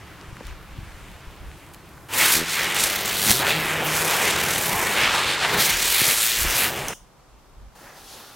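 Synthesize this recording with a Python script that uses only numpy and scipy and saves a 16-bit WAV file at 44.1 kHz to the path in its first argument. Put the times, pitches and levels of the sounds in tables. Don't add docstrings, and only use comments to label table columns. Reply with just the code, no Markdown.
import sys
import numpy as np
from scipy import signal
from scipy.fft import rfft, irfft, next_fast_len
from scipy.io import wavfile
from scipy.ndimage import uniform_filter1d

SR = 44100
rng = np.random.default_rng(int(sys.argv[2]) if len(sys.argv) > 2 else 0)


def invert_db(x):
    u = np.asarray(x, float) / 20
    return 10 ** u


def wrap_up_sound(samples):
    columns = np.atleast_2d(samples).T
    tamed = np.clip(columns, -1, 1)
    steps = np.round(tamed * 32767).astype(np.int16)
    wavfile.write(sys.argv[1], SR, steps)


N = 368543
T = np.arange(N) / SR
CUT_S = 6.938

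# centre in Hz, curve number.
NIGHT_HZ = [(900, 0), (2500, 1), (5000, 1), (10000, 2)]


def unit(x):
    return x / np.sqrt(np.mean(x ** 2))


def curves(table):
    s, *columns = np.transpose(table)
    return [np.interp(T, s, c) for c in columns]


def on_log(hz, points):
    point_hz, value = np.transpose(points)
    return np.interp(np.log(hz), np.log(point_hz), value)


def walk(rate_hz, count=N):
    hold = int(SR / rate_hz)
    steps = np.repeat(rng.standard_normal(count // hold + 1), hold)
    return unit(uniform_filter1d(uniform_filter1d(steps, hold), hold)[:count])


def band(x, lo_hz, hi_hz):
    return signal.sosfilt(signal.butter(2, [lo_hz, min(hi_hz, .45 * SR)], "band", fs=SR, output="sos"), x)


def bell(s, half_s):
    out = np.zeros(N)
    near = slice(max(int((s - 4 * half_s) * SR), 0), int((s + 4 * half_s) * SR))
    out[near] = np.exp(-((T[near] - s) / half_s) ** 2)
    return out


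def swells(floor_db, table):
    return 10 * np.log10(invert_db(2 * floor_db) + sum(invert_db(2 * db) * bell(s, half_s) for s, half_s, db in table))


def add_cycle(track, s, db, hz, turn):
    near = slice(int((s - 1.5 / hz) * SR), int((s + 1.5 / hz) * SR))
    t = (T[near] - s) * hz
    track[near] += invert_db(db) * np.exp(-(t / 0.38) ** 2) * np.cos(2 * np.pi * t + turn)


def bursts(table, low, high):
    out, t = np.zeros(N), np.arange(2000) / SR
    for s, db, ms, hz in table:
        envelope = np.sqrt(t / ms) * np.exp(-t / ms * 2700.0)
        grain = band(rng.standard_normal(2000) * envelope, hz / low, hz * high)
        i = int(s * SR)
        out[i:i + 2000] += invert_db(db) * grain / np.abs(grain).max()
    return out


def pops(table, trim_db):
    s, db = np.transpose(table)
    out = np.zeros(N)
    out[np.round(s * SR).astype(int)] = invert_db(db + trim_db)
    return band(out, 1500, 18000)


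def sparks(rate_hz, size_db):
    size = invert_db(3.0 * np.minimum(rng.exponential(size=N), 2.5))
    cracks = (rng.random(N) < rate_hz / SR) * size
    return unit(rng.standard_normal(N) + invert_db(size_db) * cracks)


def colour_shifts(table, times, hz):
    s, half_s, centre_hz, db = np.transpose(table)
    half_width_octaves = 0.38
    coarse = times[::128]
    reach = db * np.exp(-(np.log2(hz / centre_hz) / half_width_octaves) ** 2)
    return np.interp(times, coarse, reach @ np.exp(-((coarse - s[:, None]) / half_s[:, None]) ** 2))


def gas(span_s, drive, colour, anchors, levels_db, main_hz, flicker_db, sweep_db=0 * T, spread_db=0 * T, shifts=None):
    # frequency in Hz, side minus mid in dB.
    port_diff = [(60, -14.5), (130, -25), (300, -21.5), (1000, -23.5), (3000, -21), (6000, -15),
                 (8500, -18.5), (12000, -12.5), (14500, -11.5), (16000, -19)]
    live = slice(int(span_s[0] * SR), int(span_s[1] * SR))
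    count = len(T[live])
    size = next_fast_len(count)
    hz = np.maximum(np.arange(size // 2 + 1) * SR / size, 1)
    tint = invert_db(on_log(hz, colour))
    main = (hz > main_hz[0]) & (hz < main_hz[1])
    tint = tint / np.sqrt(2 * np.sum(tint[main] ** 2) / size)
    mid = rfft(drive[live], size) * tint
    side = rfft(rng.standard_normal(count), size) * tint * invert_db(on_log(hz, port_diff))

    main_db, *rest = [c[live] for c in levels_db]
    main_power = np.mean(invert_db(2 * main_db))
    rel = [0 * main_db]
    for c in rest:
        rel.append(c - 10 * np.log10(np.mean(invert_db(2 * (main_db + c))) / main_power))
    rel = np.array(rel)

    anchor_hz, column = np.transpose(anchors)
    out = np.zeros((2, N))
    for centre_hz in 63 * 2 ** np.arange(0, 8.1, .5):
        share = np.clip(1 - 2 * np.abs(np.log2(hz / centre_hz)), 0, 1)
        weights = [np.interp(np.log(centre_hz), np.log(anchor_hz), column == k) for k in range(len(rel))]
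        beam = np.clip(np.log2(centre_hz / 900) / 4.3, .28, 1)
        db = main_db + np.dot(weights, rel) + beam * sweep_db[live] + flicker_db * walk(14, count=count)
        if shifts and centre_hz > 300:
            db = db + colour_shifts(shifts, T[live], centre_hz)
        m = irfft(mid * share, size)[:count]
        s = irfft(side * share, size)[:count] * invert_db(spread_db[live])
        out[:, live] += invert_db(db) * np.array([m + s, m - s])
    return out


def quiet_spot():
    # frequency in Hz, density in dB per Hz.
    calm_colour = [(41, -33), (70, -25), (129, -3), (152, -8), (336, -13), (695, -13.5), (1050, -12.5),
                   (1760, -22), (7910, -32), (14900, -39), (16000, -46)]
    level_db = [-58 + 0.5 * (T - CUT_S)]
    return gas((6.85, 9), rng.standard_normal(N), calm_colour, NIGHT_HZ[:1], level_db, (300, 1500), 0.55,
               spread_db=0 * T + 15.5)


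def wind():
    # centre in seconds, half length in seconds, level in dB.
    gusts = [(.3, 0.056, -46), (0.507, 0.046, -40), (.74, 0.071, -43), (1.05, 0.22, -47), (1.283, .03, -40),
             (1.473, 0.068, -45), (2.4, 0.049, -44), (3.0, .4, -53.5), (3.98, .05, -60), (4.59, 0.05, -68),
             (5.05, .12, -53), (5.596, 0.04, -40), (5.765, 0.033, -39.5), (6.15, 0.48, -47),
             (6.437, 0.037, -32), (6.87, 0.037, -44), (7.633, 0.084, -46)]
    # time in seconds, peak in dB, frequency in Hz.
    puffs = [(0.288, -31, 59.2), (0.329, -26, 87.5), (0.506, -37, 76), (0.527, -35, 45.8),
             (0.739, -35, 37.7), (0.789, -22, 89), (0.833, -31, 91.5), (0.874, -34, 83.4),
             (0.949, -35, 37.7), (1.279, -29, 37.7), (1.409, -36, 51.1), (1.488, -36, 64.6),
             (3.306, -18, 89.6), (6.42, -29, 56.5), (7.53, -46.5, 110), (7.595, -43, 75), (7.68, -47, 95),
             (7.74, -48, 120)]
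    breeze_db, shelter_db, port_diff_db = -54.5, -5, -7.5
    rumble = np.array([unit(band(rng.standard_normal(N), 27, top_hz)) for top_hz in (60, 90)])
    level_db = swells(breeze_db + shelter_db * (T > CUT_S), gusts) + 3.6 * walk(19)
    mid, side = rumble * invert_db(level_db)
    for s, db, hz in puffs:
        add_cycle(mid, s + 0.033 / hz, db, hz, .6)
        add_cycle(side, s, db - 4.0, hz * 1.5, -.6)
    return mid + invert_db(port_diff_db) * side * np.array([[1], [-1]])


def lighter():
    # frequency in Hz, level in dB, t60 in seconds.
    modes = [(6400, 2.5, 0.0072), (5840, -1, 0.0096), (9300, 2.5, 0.0056), (10900, -12, .008),
             (15000, -1, 0.009), (3200, -4.5, 0.012)]
    start_s, click_db, echo_db, echo_t60_s = 6.8836, -21, -39.0, 0.28
    t, out = T[:SR // 2], np.zeros((2, N))
    click, tail = 0, np.zeros((2, len(t)))
    for hz, db, t60_s in modes:
        click = click + invert_db(db - 60 * t / t60_s) * np.sin(2 * np.pi * hz * t)
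        for port in tail:
            noise = band(rng.standard_normal(len(t)), hz * 0.86, hz * 1.14)
            port += invert_db(db - .5 * hz / 1e3) * unit(band(noise, hz * 0.82, hz * 1.12))
    tail = tail + 0.53 * np.sum(tail, axis=0)
    echo = invert_db(echo_db - 60 * t / echo_t60_s) * tail
    out[:, int(start_s * SR):][:, :len(t)] = invert_db(click_db) * click + echo
    return out


def second_fuse():
    # time in seconds, burn in dB, brightness in dB.
    burn = [
        (7.72, -71, -9),
        (7.746, -67, -10),
        (7.756, -52.5, -8),
        (7.85, -48, -10),
        (7.94, -52.5, -5.5),
        (7.98, -50, -2),
        (8.03, -53, 1.5),
        (8.135, -49, 3),
        (8.34, -52, 0),
    ]
    # frequency in Hz, density in dB per Hz.
    fizz_colour = [(290, -7.5), (500, -4.5), (686, -6.5), (737, -3), (901, -3.5), (1060, -8), (1390, -4.5),
                   (1490, -9.5), (1620, -7), (1990, -9), (2160, -12.5), (4020, -9), (7890, -18),
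                   (10100, -16), (15500, -20)]
    # centre in Hz, number of the level curve that rules there.
    fizz_anchors = [(900, 0), (1600, 1), (2400, 1), (3300, 2), (4300, 2), (5800, 3), (8500, 3)]
    # time in seconds, half length in seconds, centre in Hz, gain in dB.
    late_flares = [
        (7.8, .04, 3000, -1),
        (7.85, .08, 6000, 2),
        (7.9, .06, 1700, 2),
        (8.1, .08, 7000, 4),
        (8.15, .08, 3500, 1),
        (8.28, .05, 10000, 0),
    ]
    burn_db, bright_db = curves(burn)
    lick_db = 4.6 * bell(7.9, 0.055)
    levels_db = [burn_db, lick_db, bright_db, 0.52 * bright_db]
    return gas((7.72, 9), sparks(100, 3.7), fizz_colour, fizz_anchors, levels_db, (400, 1400), 1.0,
               spread_db=0 * T + 8.0, shifts=late_flares)


def first_fuse():
    # frequency in Hz, density in dB per Hz.
    night_colour = [(41, -37), (70, -0.5), (182, -4.5), (250, -16.5), (286, -7.5), (472, -14.5),
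                    (1070, -13), (1250, -13.5), (2600, -19), (5370, -28.5), (13600, -33.5), (16000, -38)]
    # time in seconds, half length in seconds, centre in Hz, gain in dB.
    early_flares = [
        (.62, .05, 8000, -2.5),
        (.95, .12, 9000, 3),
        (1.1, 0.3, 2800, 2),
        (1.28, .05, 3500, -2),
        (1.6, .08, 8500, 1.5),
        (1.65, .04, 2500, 4),
        (1.74, .018, 12000, 6),
        (1.83, .06, 12000, -5),
        (1.9, .04, 3000, 2.5),
    ]
    # time in seconds, peak in dB.
    grain_pops = [(0.2132, -38.2), (0.2901, -39.8), (0.3063, -41.3), (0.3544, -41.0), (0.3687, -36),
                  (0.4042, -40.1), (0.4526, -35.7), (0.4693, -27.8), (0.5108, -38.9), (0.5664, -41.0),
                  (0.628, -38.1), (0.6513, -42.0), (0.7791, -40), (0.8057, -39.9), (0.8406, -38),
                  (0.8489, -39.0), (0.8865, -40.5), (0.9063, -39.2), (0.9818, -38.4), (0.9964, -38.3),
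                  (1.01, -41.3), (1.0926, -40.3), (1.1163, -32), (1.1423, -40.9), (1.2516, -41.2),
                  (1.3632, -40), (1.4838, -38), (1.5578, -41.7), (1.5767, -37), (1.5871, -40.0),
                  (1.608, -42.2), (1.6452, -41.0), (1.66, -42), (1.6654, -33), (1.6883, -34.6),
                  (1.7017, -43), (1.7376, -33.4), (1.7411, -34.2), (1.7464, -25), (1.7639, -41.1),
                  (1.8018, -43.5), (1.8058, -44.2), (1.8362, -44.6), (1.8576, -38.3), (1.8632, -42.9),
                  (1.891, -34), (1.9375, -40.9), (2.032, -37.9), (2.0398, -40.7), (2.0676, -43.8)]
    night_db = -48.5 - 0.8 * T
    fizz_db = -2 * T + 2.2 * bell(1, .6) + 4.2 * bell(0.49, .05)
    top_db = 2 * np.minimum(T, 1.6) + 2.8 * bell(.48, 0.041)
    fizz = gas((0, 2.3), sparks(150, 9), night_colour, NIGHT_HZ, [night_db, fizz_db, top_db], (300, 1500), 1.0,
               spread_db=0 * T + 9.0, shifts=early_flares)
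    return fizz + pops(grain_pops, 4)


def stone_knocks():
    # time in seconds, peak in dB, length in ms, centre in Hz.
    knock_list = [(.2125, -32, 1.1, 4500), (.3684, -30, 0.87, 1300), (.3686, -35, .7, 3800),
                  (.4065, -28, 2.4, 900), (.409, -27.5, 3.7, 448), (.452, -35, 3, 3500),
                  (.4685, -34, 2.2, 8000), (.511, -35, 1.1, 2000), (1.737, -43, 4.8, 8000),
                  (1.744, -39, 6, 3500), (1.735, -39, 9, 14000), (1.515, -32.5, 2.2, 2500),
                  (1.978, -37, 4.3, 2200), (2.09, -41, 2.4, 2500), (2.302, -11, 2.3, 1290),
                  (5.449, -6.5, 1.3, 2020), (6.015, -27, 1, 1490), (6.016, -19, 5, 300),
                  (6.08, -24, 5, 300), (6.12, -25, 3, 397), (6.449, -23, 5.3, 220)]
    return bursts(knock_list, 2.8, 1.2) * np.array([[1.06], [.94]])


def gas_spits():
    # time in seconds, peak in dB, length in ms, centre in Hz.
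    spit_list = [
        (2.176, -12.5, 3, 7000),
        (2.7455, -14.5, 3.07, 7020),
        (3.2965, -6, 8, 8000),
        (3.3042, -3, .8, 7000),
        (3.3065, -3.5, 6, 7100),
        (3.3135, -2, 5, 8000),
        (3.3149, -1, .5, 5000),
        (6.0154, -9, 2.3, 7000),
        (6.8832, -19, 1.5, 9000),
    ]
    return bursts(spit_list, 5, 2.6)


def jet_pops():
    # time in seconds, peak in dB.
    large_grains = [(2.3205, -7.2), (2.4517, -23), (2.4619, -21.0), (2.6331, -5), (2.6432, -13.4),
                    (2.7467, -8), (2.8667, -13.8), (3.1708, -12.9), (3.1982, -11.1), (3.6519, -16.0),
                    (3.6648, -21), (3.7261, -18.8), (3.7913, -18.0), (3.8112, -17.6), (3.8619, -14.4),
                    (3.8706, -9), (4.0131, -12.4), (4.7494, -12.3), (4.7828, -11.0), (4.9753, -13.0),
                    (4.9975, -12.6), (5.0699, -15), (5.2451, -14.5), (6.1997, -11.7), (6.8157, -20),
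                    (6.8386, -23.8)]
    return pops(large_grains, 2)


def skip(count=9):
    start_s, first_gap_s, last_gap_s = 2.3405, .0130, .0119
    peak_db, thud_hz = -17.5, 320
    out = np.zeros(N)
    gaps_s = np.r_[0, np.linspace(first_gap_s, last_gap_s, count - 1)]
    for k, s in enumerate(start_s + np.cumsum(gaps_s)):
        add_cycle(out, s, peak_db - 4.5 * (k / 3.9 - 1.0) ** 2, thud_hz, -.7)
    return out


def discs():
    # time in seconds, turns per second.
    spins = [
        [(2.1, 9.8), (2.25, 33), (2.34, 63), (2.46, 85), (2.56, 78), (2.8, 97), (3.25, 103), (3.7, 108)],
        [(2.72, 20.6), (3.05, 44), (3.35, 127), (3.45, 152), (3.57, 160), (3.9, 155), (4.12, 160)],
        [(4.02, 32.6), (4.4, 38.7), (4.52, 42), (4.87, 24.5)],
        [(4.35, 72), (4.55, 97), (4.75, 79), (4.95, 100), (5.42, 87)],
        [(5.52, 8.86), (5.95, 48.3), (6.15, 111), (6.5, 117), (6.65, 135), (6.77, 123), (6.93, 180)],
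    ]
    depths_db = [2.4, 3.1, 2.7, 2.4, 2.7]
    # time in seconds, half length in seconds, knock in dB.
    rattles = [
        [(2.95, 0.48, -50), (3.28, 0.029, -36)],
        [(3.35, 0.054, -40), (3.58, 0.05, -38.5), (3.82, 0.21, -44), (4.05, 0.026, -38)],
        [],
        [],
        [(5.95, .08, -60), (6.55, 0.087, -49), (6.77, 0.06, -40.5)],
    ]
    idle_db = -56.5
    sweep_db, knocks, wobble = 0, 0, 1 + 0.0047 * walk(40)
    for spin, depth_db, leans in zip(spins, depths_db, rattles):
        turns_hz, rim_db = curves(spin)[0], swells(idle_db, leans)
        alive = (T > spin[0][0]) & (T < spin[-1][0])
        phase = np.cumsum(turns_hz * wobble) / SR
        angle = 2 * np.pi * phase
        beam = np.cos(angle) + 0.33 * np.cos(2 * angle) + 0.27 * np.sin(2 * angle)
        sweep_db = sweep_db + alive * depth_db * beam
        hits = np.diff(np.floor(phase), prepend=0) * alive
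        knocks = knocks + hits * invert_db(rim_db + 2.9 * walk(30)) * np.sqrt(SR / turns_hz)
    return sweep_db, invert_db(26.0) * band(knocks, 125, 225.4) + invert_db(22.0) * band(knocks, 275, 360)


def burning():
    # time in seconds, thrust in dB, nozzle aim at the camera in dB, ground scraping in dB.
    burn = [(2.07, -53, -6.5, -1), (2.14, -27, -9.5, -11.5), (2.24, -22, -3, -12), (2.38, -25, -3, -11.5),
            (2.46, -30, -10, -15.5), (2.6, -23.5, -6, -11.5), (3.05, -29.5, -2, -7.5),
            (3.37, -24.5, 2, -5.5), (3.44, -25.5, -10, -5), (3.9, -28.5, -4, -5), (4.76, -27.5, -4.5, -3),
            (5.06, -21, -9.5, -10), (5.56, -27.5, -7.5, -10.5), (5.63, -25.5, -0.5, -12.5),
            (6.33, -27, 1, -15), (6.65, -24.5, -2.5, -6.5), (6.71, -34.5, -3.5, 2.5),
            (6.93, -36.5, -8.5, -1)]
    # time in seconds, side share in dB, loss of the top in dB,
    # pavement echo notch in dB.
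    wander = [(2.1, -2.2, -1, 0.5), (2.4, -0.7, 6, -1.7), (3.05, -0.9, 3, -2), (3.5, -0.65, -1, -5),
              (3.9, 0, 5.5, 3.5), (4.4, 1.4, 2.7, -0.5), (4.8, 1.5, 1, 2.5), (5.02, 3.5, 6, -1.5),
              (5.42, 5, 10, -5), (5.55, 3.5, 2.5, -8), (5.62, -1.1, 3, -2), (6.6, 0.5, 0.3, 0.5),
              (6.75, 1, 4, 0.5)]
    # time in seconds, half length in seconds,
    # thrust change in dB, aim change in dB.
    surges = [(2.167, 0.038, -3, 8), (2.214, 0.014, 3.5, -1.5), (2.326, 0.055, 0.4, 3.5),
              (2.522, 0.035, 0, 4), (2.725, 0.073, -2, -5), (2.81, 0.051, 2.2, 4), (3.361, 0.051, -6.5, 1),
              (3.2, 0.061, -2.5, 0), (3.304, 0.04, 4.5, -4), (3.495, 0.033, 1, 3),
              (3.644, 0.043, -1.5, 0.5), (3.797, 0.083, 0.5, -6), (3.832, 0.012, -2.5, 1.5),
              (3.967, 0.04, 0, 3), (4.053, 0.025, -3, 3), (4.2, 0.16, 3.5, 0.5), (4.387, 0.12, 1.5, -1),
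              (4.665, 0.037, 0.1, 1.5), (5.026, 0.025, 0, 2), (4.926, 0.042, -1.5, 0.5),
              (5.37, 0.023, -2, -3.5), (5.44, 0.019, 5, -3.5), (5.589, 0.027, 2, 2), (5.73, 0.053, 3, -3),
              (5.818, 0.073, -1, -2.5), (6.032, 0.077, 3, -1), (6.073, 0.018, -4, 4.5),
              (6.103, 0.044, 3.5, -2.5), (6.47, 0.031, 1, -5.5), (6.787, 0.023, 2.5, 1)]
    # time in seconds, half length in seconds, rumble gain in dB.
    grinds = [
        (2.168, .03, 5),
        (3.43, 0.026, 3),
        (3.827, 0.026, 4.5),
        (4.047, 0.028, 3.5),
        (5.554, 0.082, 11),
        (6.072, 0.029, 5),
        (6.443, 0.017, 2.5),
    ]
    thrust, aim, scrape = curves(burn)
    spread_db, loss, notch = curves(wander)
    flare = sum(db * bell(s, half_s) for s, half_s, db, _ in surges)
    body = -0.3 * aim
    aim = aim + sum(db * bell(s, half_s) for s, half_s, _, db in surges)
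    scrape = scrape + sum(db * bell(s, half_s) for s, half_s, db in grinds)
    rumble = scrape - 0.31 * flare
    sizzle = 1.37 * aim - loss
    body = body + 0.55 * scrape
    edge = 0.89 * aim - notch
    return [thrust + flare, rumble, aim, sizzle, body, edge], spread_db


def jets():
    # frequency in Hz, density in dB per Hz.
    jet_colour = [(35, -36), (60, -5.5), (156, -2.5), (262, -6), (398, -0.5), (715, -3), (822, -0.5),
                  (1140, -1.5), (1750, 0.5), (2200, 1), (2900, -1), (4120, -3.5), (4970, -6.5), (13600, -8),
                  (16000, -12)]
    # centre in Hz, number of the level curve that rules there.
    jet_anchors = [(500, 1), (1100, 4), (2400, 0), (3000, 0), (4300, 5), (5800, 2), (7500, 2), (12000, 3)]
    # time in seconds, half length in seconds,
    # centre in Hz, gain in dB.
    whooshes = [(2.193, 0.06, 12000, -2), (2.214, .03, 1890, 3), (2.58, .04, 15000, 4),
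                (2.6, 0.05, 2000, 4), (2.7, 0.036, 5500, -1), (2.93, 0.029, 15000, 3.5),
                (3.112, 0.099, 11400, -6), (3.17, .06, 6000, -0.5), (3.035, .012, 9000, -13),
                (3.38, 0.043, 15000, -8), (3.41, .04, 2200, 1.5), (3.47, 0.054, 1400, 2),
                (3.52, 0.046, 11400, -4.5), (3.514, 0.034, 2800, 4.5), (3.537, 0.044, 990, -5.5),
                (3.702, .05, 1980, 1.5), (3.856, 0.02, 15000, 17), (3.977, 0.093, 1300, 4),
                (4.13, 0.13, 900, 5), (4.361, 0.039, 11400, -3), (4.563, 0.11, 8000, 3),
                (4.63, 0.051, 1010, -1), (4.66, 0.11, 4200, 1.5), (4.774, 0.032, 4500, -5),
                (4.76, 0.046, 900, 5.5), (4.837, 0.027, 3500, -3), (4.91, 0.026, 5000, -6),
                (4.95, .012, 2500, -5), (4.982, 0.028, 2800, 3.5), (5.045, .06, 11400, -3.5),
                (5.048, 0.042, 3000, 2.5), (5.13, .05, 2000, -2), (5.187, 0.056, 885, 5.5),
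                (5.3, 0.042, 2480, -3), (5.36, 0.067, 550, 1), (5.39, 0.11, 15000, -4),
                (5.61, .06, 3000, 1.5), (5.73, 0.022, 2800, 2), (5.794, .06, 11400, -3),
                (5.9, .12, 2000, -1.5), (6.098, 0.027, 3000, 1), (6.194, 0.034, 14000, -11),
                (6.35, .05, 13000, -9), (6.418, .03, 3000, 0.5), (6.475, 0.019, 1500, 4),
                (6.53, .025, 10000, -10), (6.567, .025, 4200, 4), (6.642, 0.037, 1800, 2),
                (6.675, 0.024, 500, -6), (6.735, .06, 15000, 6), (6.779, .05, 2600, 4.5)]
    sweep_db, knocks = discs()
    levels_db, spread_db = burning()
    sputter_db = 1.0 * walk(24.854) + 0.93 * walk(90) + 1.0 * walk(300)
    roar = gas((2.085, CUT_S), sparks(500, 4.4), jet_colour, jet_anchors, levels_db, (1200, 3600), 1.27,
               sweep_db + sputter_db, spread_db, whooshes)
    return roar + knocks


def scene():
    first = first_fuse() + stone_knocks() + gas_spits() + jet_pops() + skip() + jets()
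    return (T < CUT_S) * first + quiet_spot() + second_fuse() + wind() + lighter()


def drop_weak_sides(mid, side):
    spectra = signal.stft(np.array([mid, side]), nperseg=2048, noverlap=1024)[2]
    edges = np.r_[0:40:4, 40:200:16, 200:1025:32]
    power = np.add.reduceat(np.abs(spectra) ** 2, edges, axis=1)
    power = np.repeat(power, np.diff(edges, append=1025), axis=1)
    kept = spectra[1] * (power[1] > power[0] * invert_db(2 * -14.))
    return signal.istft(kept, nperseg=2048, noverlap=1024)[1][:N]


def band_limit(x):
    return signal.sosfilt(signal.butter(12, 17020, fs=SR, output="sos"), x)


def record(dry):
    top_cut = signal.ellip(10, .2, 80, 15880, fs=SR, output="sos")
    left, right = signal.sosfilt(top_cut, np.clip(dry, -.9, .9))
    mid, side = (left + right) / 2, (left - right) / 2
    side = drop_weak_sides(mid, side)
    return band_limit(np.array([mid + side, mid - side]))


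dry = scene()
out = record(dry)
wrap_up_sound(out)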